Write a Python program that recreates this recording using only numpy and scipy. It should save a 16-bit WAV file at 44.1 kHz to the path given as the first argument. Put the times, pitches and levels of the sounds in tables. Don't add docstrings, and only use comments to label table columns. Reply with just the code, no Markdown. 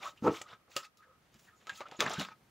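import sys
import numpy as np
from scipy import signal
from scipy.fft import rfft, irfft, next_fast_len
from scipy.io import wavfile
from scipy.ndimage import uniform_filter1d, map_coordinates

SR = 44100
rng = np.random.default_rng(int(sys.argv[2]) if len(sys.argv) > 2 else 0)


def generate_wav(signal):
    frames = np.transpose(np.atleast_2d(signal))
    scaled = np.clip(frames, -1, 1) * 32767
    pcm = np.round(scaled).astype(np.int16)
    wavfile.write(sys.argv[1], SR, pcm)


def nominal_scale(level):
    x = np.asarray(level, float) / 20
    return 10 ** x


N = 110250

# pitch_hz, level_db (per Hz)
BACKGROUND_HISS = [(20, -38), (50, -8.5), (110, -4), (300, -8.5), (900, -15), (2100, -18.5), (8000, -30.5),
                   (15700, -32)]
# pitch_hz, level_db (per Hz)
AMPLIFIER_HISS = [(18, -41), (30, -4), (974, -7), (1270, -4), (1830, -8), (15600, -24.5)]
BACKGROUND_DB, AMPLIFIER_DB = -70, -76

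# peak_s, level_db, fall_s, pitch_hz
RUBS = [(.01, -67, 0.034, 1260), (0.05, -46.5, 0.048, 1162), (.178, -63, 0.029, 2780),
        (0.416, -38.5, 0.011, 7560), (.5, -74.5, 0.31, 1260), (0.787, -54.5, 0.082, 1300),
        (0.84, -56, 0.015, 1280), (1.05, -66, 0.16, 1275), (1.032, -64, 0.034, 1600),
        (.37, -58, 0.24, 1244), (0.415, -38, 0.0052, 2440), (1.393, -73.5, 0.039, 6800),
        (1.48, -66, 0.053, 1680), (1.528, -73.5, 0.077, 1290), (1.59, -74, 0.095, 6900),
        (1.619, -71, 0.025, 3130), (1.673, -60, 0.024, 1290), (1.697, -38.5, 0.021, 1584),
        (1.76, -59, 0.019, 3900), (1.772, -54, 0.047, 10400), (1.8576, -49, 0.022, 1290),
        (1.97, -64, 0.027, 6700), (2.017, -39, 0.038, 1170), (2.067, -48, 0.014, 1800),
        (2.134, -41.5, 0.013, 7140), (2.18, -49, 0.08, 1510), (2.284, -64, 0.011, 9300),
        (2.2874, -48.5, 0.013, 1180), (1.08, -70, 0.08, 517)]
RUB_WIDTH, RUB_RISE = 0.07, 9

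# peak_s, peak_db, pitch_hz, rise_s, fall_s
BENDS = [(.012, -53, 1234, 0.0097, 0.0087), (.045, -52, 650, 0.013, 0.018),
         (0.06, -38.5, 1083, 0.01, 0.0068), (0.067, -32, 1200, 0.0049, 0.0043),
         (.077, -40.5, 1290, 0.011, .012), (.085, -55.5, 596, 0.06, 0.02), (.12, -63, 1278, 0.022, 0.039),
         (0.201, -68, 1260, .015, 0.019), (.267, -22, 866, 0.0009, 0.0047),
         (.766, -32, 2850, 0.0016, 0.0061), (.865, -56, 1255, 0.015, 0.022),
         (0.999, -61.5, 1245, 0.02, 0.039), (1.1, -67, 1290, 0.072, .06), (1.362, -65, 130, 0.014, 0.018),
         (1.536, -64, 1263, 0.031, 0.037), (1.673, -45, 1296, 0.0033, 0.019),
         (1.79, -53, 1293, 0.022, 0.019), (1.81, -41.5, 873, .005, 0.0067),
         (1.822, -42.5, 1180, 0.0067, 0.0085), (2.007, -20, 3470, 0.0013, 0.0012),
         (2.0643, -27, 1755, .0008, 0.005), (2.185, -33, 179.5, 0.002, .014),
         (2.204, -41, 196.6, 0.0061, 0.043), (2.198, -38, 2910, 0.0099, .006),
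         (2.188, -43, 3250, 0.003, .004), (2.265, -56, 1267, 0.0088, .015),
         (2.32, -54.5, 890, 0.014, 0.0086), (1.575, -70.5, 6830, 0.011, 0.024),
         (1.966, -56.5, 6760, 0.0033, .012), (2.0068, -17, 4800, 0.00033, 0.00051),
         (2.287, -37, 1510, .0005, 0.0015), (1.813, -44, 592, .006, 0.014), (.278, -32, 641, 0.013, 0.028),
         (2.105, -36, 750, 0.0029, 0.011)]

# peak_s, level_db, rise_s, fall_s, tilt_db (per octave)
BRUSHES = [(.04, -48, 0.028, 0.074, -3.5), (.175, -67, 0.017, 0.02, -4), (.27, -70, 0.048, 0.031, -1),
           (.682, -63.5, .003, .04, -14), (.745, -69, 0.046, .02, -8), (.6, -80, 0.064, 0.13, -9),
           (1.27, -75, 0.076, 0.12, -4.5), (1.48, -71.5, 0.08, 0.065, -4.5), (1.62, -67, 0.032, 0.047, -6),
           (1.812, -48, 0.015, 0.021, -9), (2.165, -49, 0.026, 0.018, -4), (2.2, -40.5, 0.0093, 0.05, -5.5)]
# peak_s, level_db, rise_s, fall_s, tilt_db (per octave)
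SLIDES = [(.065, -47.5, 0.073, 0.057, -2), (.265, -47.5, 0.043, 0.038, 2.5),
          (.352, -45.5, 0.063, 0.077, -1.5), (0.519, -53.5, 0.063, 0.04, -5.5),
          (0.728, -54.5, 0.034, 0.04, 0), (0.852, -52, 0.041, 0.019, -1.5),
          (1.35, -65.5, 0.032, 0.033, -2.5), (1.44, -57.5, 0.095, 0.073, 6), (1.71, -54.5, 0.06, 0.052, -3),
          (1.769, -49.5, 0.042, 0.061, 1), (1.872, -60, 0.02, 0.097, -8.5), (1.941, -60, 0.025, 0.06, -4),
          (2.03, -38.5, 0.039, 0.029, -5), (2.075, -37.5, 0.046, 0.021, -6.5),
          (2.12, -39.5, 0.039, 0.052, -5), (2.205, -39, 0.036, 0.058, -2.5),
          (2.268, -56.5, 0.034, 0.072, -6), (2.319, -63, 0.024, 0.02, -5)]
# pitch_hz, level_db
CARD_COLOUR = [(150, -32), (500, -9), (1000, -1.5), (3800, 2), (4300, -2), (7400, -2.5)]
BUMP_DB, PATCH_DB = 2, 3.5

# time_s, force_db
SQUARING = [
    (.2235, -61),
    (.226, -59.5),
    (.245, -31.5),
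    (.264, -27),
    (.278, -20),
    (.29, -26.5),
    (.318, -39.5),
    (.325, -53),
    (.348, -53.5),
]
# pitch_hz, width_hz, level_db
TABLE_TOP = [(100, 25, -7.5), (179.7, 30, -0.5), (317, 32, 2), (378, 59, -1.5), (465.6, 18, 11.5),
             (560, 18, -3.5), (847, 120, -6), (1290, 120, -4.5), (2300, 1500, -21.5)]
CONTACTS_PER_S, CONTACT_SPREAD_DB, CLOTH_SOFT_HZ = 2500, 3, 1800

KNOCK_TIMES = [.2245, .414, .53, .764, 1.35, 1.72, 1.807, 1.856, 1.921, 1.947, 1.991, 2.012, 2.04, 2.062,
               2.104, 2.183, 2.196, 2.317]
# peak_db, pitch_hz, t60_s (time to die away by 60 dB)
KNOCKS = [(-26, 220, 0.046), (-36.5, 660, 0.032), (-52, 127, 0.064), (-29, 504, 0.047), (-47, 133, 0.074),
          (-51.5, 142, 0.085), (-39, 750, 0.073), (-50.5, 610, 0.06), (-37, 660, 0.035), (-46, 750, 0.05),
          (-34, 295, 0.1), (-29.5, 526, 0.15), (-34, 161, 0.085), (-34, 180, 0.18), (-33.5, 710, 0.046),
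          (-33.5, 220, 0.094), (-36, 240, 0.093), (-48, 1300, 0.056)]

# start_s, peak_db, tilt_db (per octave), t60_s
SNAPS = [(0.414, -32, 14, 0.026), (0.706, -41, 10, 0.16), (0.756, -35.5, 1.5, 0.2),
         (0.764, -13, 0.5, 0.057), (0.766, -20.5, 1.5, 0.15), (0.837, -50, 2, 0.028),
         (0.971, -42.5, 5, 0.17), (1.342, -39, 5, 0.039), (1.393, -42.5, 2, 0.077), (1.669, -34, -4, 0.065),
         (1.694, -29.5, -3, 0.059), (1.805, -31.5, -8.5, 0.13), (1.821, -49, -11.5, 0.09),
         (1.856, -48, -8.5, 0.025), (1.884, -41.5, -3, 0.044), (1.9125, -36.5, -4, 0.082)]
# start_s, peak_db, tilt_db (per octave)
FALL = [(1.992, -32.5, -3), (1.998, -23, -6), (2.004, -8, -1), (2.01, -19, -8), (2.022, -22.5, -2),
        (2.04, -28, -2), (2.062, -27, -3), (2.088, -34.5, 4), (2.096, -24, -1.1), (2.106, -35.5, -2.8),
        (2.19, -31, -1), (2.196, -23, 0.5), (2.2188, -26, -4), (2.2486, -28.5, -5), (2.286, -39, -6)]
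CRACK_T60_S, RATTLE_GAIN, FALL_T60_S, CRACK_DELAY_S = 0.0036, 0.24, 0.04, 0.001

# pitch_hz, t60_s
ROOM = [(200, 0.21), (1300, 0.12), (8000, 0.11)]
ROOM_DB = -11.5
BOX_HZ, BOX_WIDTH_HZ, BOX_DB = 1275, 34, 12.5
# pitch_hz, level_db
MICROPHONE = [(40, -18), (110, 0), (7400, -0.5), (8100, -11.5), (13600, -16.5), (14900, -20.5), (15650, -7),
              (15850, -42)]


def unit(x):
    return x / np.sqrt(np.mean(x ** 2) + 1e-20)


def along(points, hz):
    point_hz, value = np.transpose(points)
    return np.interp(np.log(hz + 1), np.log(point_hz + 1), value)


def filtered(x, response):
    size = next_fast_len(x.shape[-1] + 8192)
    spectrum = rfft(x, size) * response(np.fft.rfftfreq(size, 1 / SR))
    return irfft(spectrum, size)[..., :x.shape[-1]]


def resonance(f, hz, width):
    return 1j * f * width / (hz * hz - f * f + 1j * f * width)


def wobble(rate, size):
    points = rng.standard_normal(int(size * rate / SR) + 4)
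    return map_coordinates(points, [np.arange(size) * rate / SR])


def add(out, start_s, x):
    k = round(start_s * SR)
    out[max(k, 0):k + len(x)] += x[max(-k, 0):]


def hiss(spectrum):
    return unit(filtered(rng.standard_normal(N), lambda f: nominal_scale(along(spectrum, f)) * (f < 15750)))


def rubs():
    out, t = np.zeros(N + SR), np.arange(-SR // 5, SR // 5) / SR
    for peak_s, db, fall, hz in RUBS:
        rise = min(RUB_RISE * fall, 0.6)
        length = fall * np.where(t < 0, rise, 1)
        stroke = nominal_scale(-18 * (t / length) ** 2 + 2.5 * wobble(120, size=len(t)))
        width = RUB_WIDTH * hz * (hz / 1000) ** 0.9
        note = filtered(rng.standard_normal(len(t)), lambda f: resonance(f, hz, width) ** 1.2)
        add(out, peak_s + t[0], nominal_scale(db) * stroke * unit(note))
    return out[:N]


def bends():
    out, t = np.zeros(N + SR), np.arange(-SR // 10, SR // 5) / SR
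    for peak_s, db, hz, rise, fall in BENDS:
        swell = nominal_scale(db - 20 * (t / np.where(t < 0, rise, fall)) ** 2)
        add(out, peak_s + t[0], swell * np.cos(2 * np.pi * hz * t))
    return out[:N]


def paper(tilt_db, size):
    bumps = rng.standard_normal(40)

    def colour(f):
        tilt = tilt_db * np.log2((f + 200) / 2500)
        own_bumps = BUMP_DB * map_coordinates(bumps, [f / 800], mode="nearest")
        return nominal_scale(along(CARD_COLOUR, f) + tilt + own_bumps)

    return unit(filtered(rng.standard_normal(size), colour))


def patchy(x):
    z = signal.stft(x, nperseg=128)[2]
    patches = uniform_filter1d(rng.standard_normal(z.shape), size=4, axis=0)
    patches = uniform_filter1d(patches, size=6, axis=1)
    return signal.istft(z * nominal_scale(PATCH_DB * unit(patches)), nperseg=128)[1][:len(x)]


def friction(strokes):
    out, t = np.zeros(N + SR), np.arange(-SR // 5, SR // 5) / SR
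    for peak_s, db, rise, fall, tilt in strokes:
        stroke = nominal_scale(-18 * (t / np.where(t < 0, rise, fall)) ** 2)
        level = nominal_scale(db + 0.43 * wobble(110, size=len(t)))
        add(out, peak_s + t[0], level * stroke * unit(patchy(paper(tilt, size=len(t)))))
    return out[:N]


def brushes():
    return friction(BRUSHES)


def slides():
    return friction(SLIDES)


def table_top(f):
    ring = sum((-1) ** k * nominal_scale(db) * resonance(f, hz, width)
               for k, (hz, width, db) in enumerate(TABLE_TOP))
    return ring / (1 + 1j * f / CLOTH_SOFT_HZ) ** 2


def squaring():
    time_s, force_db = np.transpose(SQUARING)
    chance, strength = rng.random((2, N))
    hits = (chance < CONTACTS_PER_S / SR) * nominal_scale(-CONTACT_SPREAD_DB * np.log(strength + 1e-3))
    hits = hits * np.sign(rng.standard_normal(N))
    ring = filtered(hits, table_top)
    even = ring / np.sqrt(np.abs(uniform_filter1d(ring ** 2, size=500)) + 1e-12)
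    force = nominal_scale(np.interp(np.arange(N) / SR, time_s, force_db, left=-120, right=-120))
    return even * uniform_filter1d(force, size=40)


def knocks():
    out, t = np.zeros(N + SR), np.arange(SR // 4) / SR
    for start_s, (db, hz, t60) in zip(KNOCK_TIMES, KNOCKS):
        push = np.sin(2 * np.pi * hz * t) * nominal_scale(-60 * t * hz / 5.5)
        noise = rng.standard_normal(len(t))
        rumble = unit(filtered(noise, lambda f: resonance(f, hz, 0.74 * hz) ** 2))
        wave = push + 0.6 * rumble * np.minimum(t * hz, 1)
        add(out, start_s, nominal_scale(db) * wave * nominal_scale(-60 * t / t60))
    return out[:N]


def cracks(events):
    out, t = np.zeros(N + SR), np.arange(SR // 5) / SR
    for start_s, db, tilt, t60 in events:
        shape = nominal_scale(-60 * t / CRACK_T60_S) + RATTLE_GAIN * nominal_scale(-60 * t / t60)
        shape = shape * (1 - np.exp(-t / 0.00014))
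        add(out, start_s + CRACK_DELAY_S, nominal_scale(db - 2.5) * shape * paper(tilt, size=len(t)))
    return out[:N]


def snaps():
    return cracks(SNAPS)


def falling_card():
    return cracks([(*row, FALL_T60_S) for row in FALL])


def room(x):
    out, step = np.zeros(N + SR), SR // 5
    for k in range(0, N, step):
        hz, t, z = signal.stft(rng.standard_normal(SR // 3), SR, nperseg=256)
        decay = nominal_scale(-60 * t / along(ROOM, hz)[:, None])
        tail = signal.istft(z * decay, SR, nperseg=256)[1]
        echoes = signal.fftconvolve(x[k:k + step], tail / np.linalg.norm(tail))
        add(out, k / SR + 0.004, echoes)
    return out[:N]


def cavity(x):
    return filtered(x, lambda f: (nominal_scale(BOX_DB) - 1) * resonance(f, BOX_HZ, BOX_WIDTH_HZ))


def microphone(x):
    return filtered(x, lambda f: nominal_scale(along(MICROPHONE, f)))


def scene():
    cards = slides() + snaps() + falling_card() + knocks()
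    near = cards + squaring() + rubs() + bends()
    near = near + nominal_scale(ROOM_DB) * room(near) + cavity(cards)
    background = nominal_scale(BACKGROUND_DB + 2.1 * wobble(2.5, size=N)) * hiss(BACKGROUND_HISS)
    middle = microphone(near) + microphone(brushes()) + background
    side = nominal_scale(AMPLIFIER_DB) * hiss(AMPLIFIER_HISS)
    return np.array([middle + side, middle - side])


def roll_off(x):
    return signal.sosfilt(signal.butter(12, 16800, fs=SR, output="sos"), x)


def record(dry):
    mix = filtered(dry, lambda hz: hz < 16800)
    return roll_off(mix)


dry = scene()
out = record(dry)
generate_wav(out)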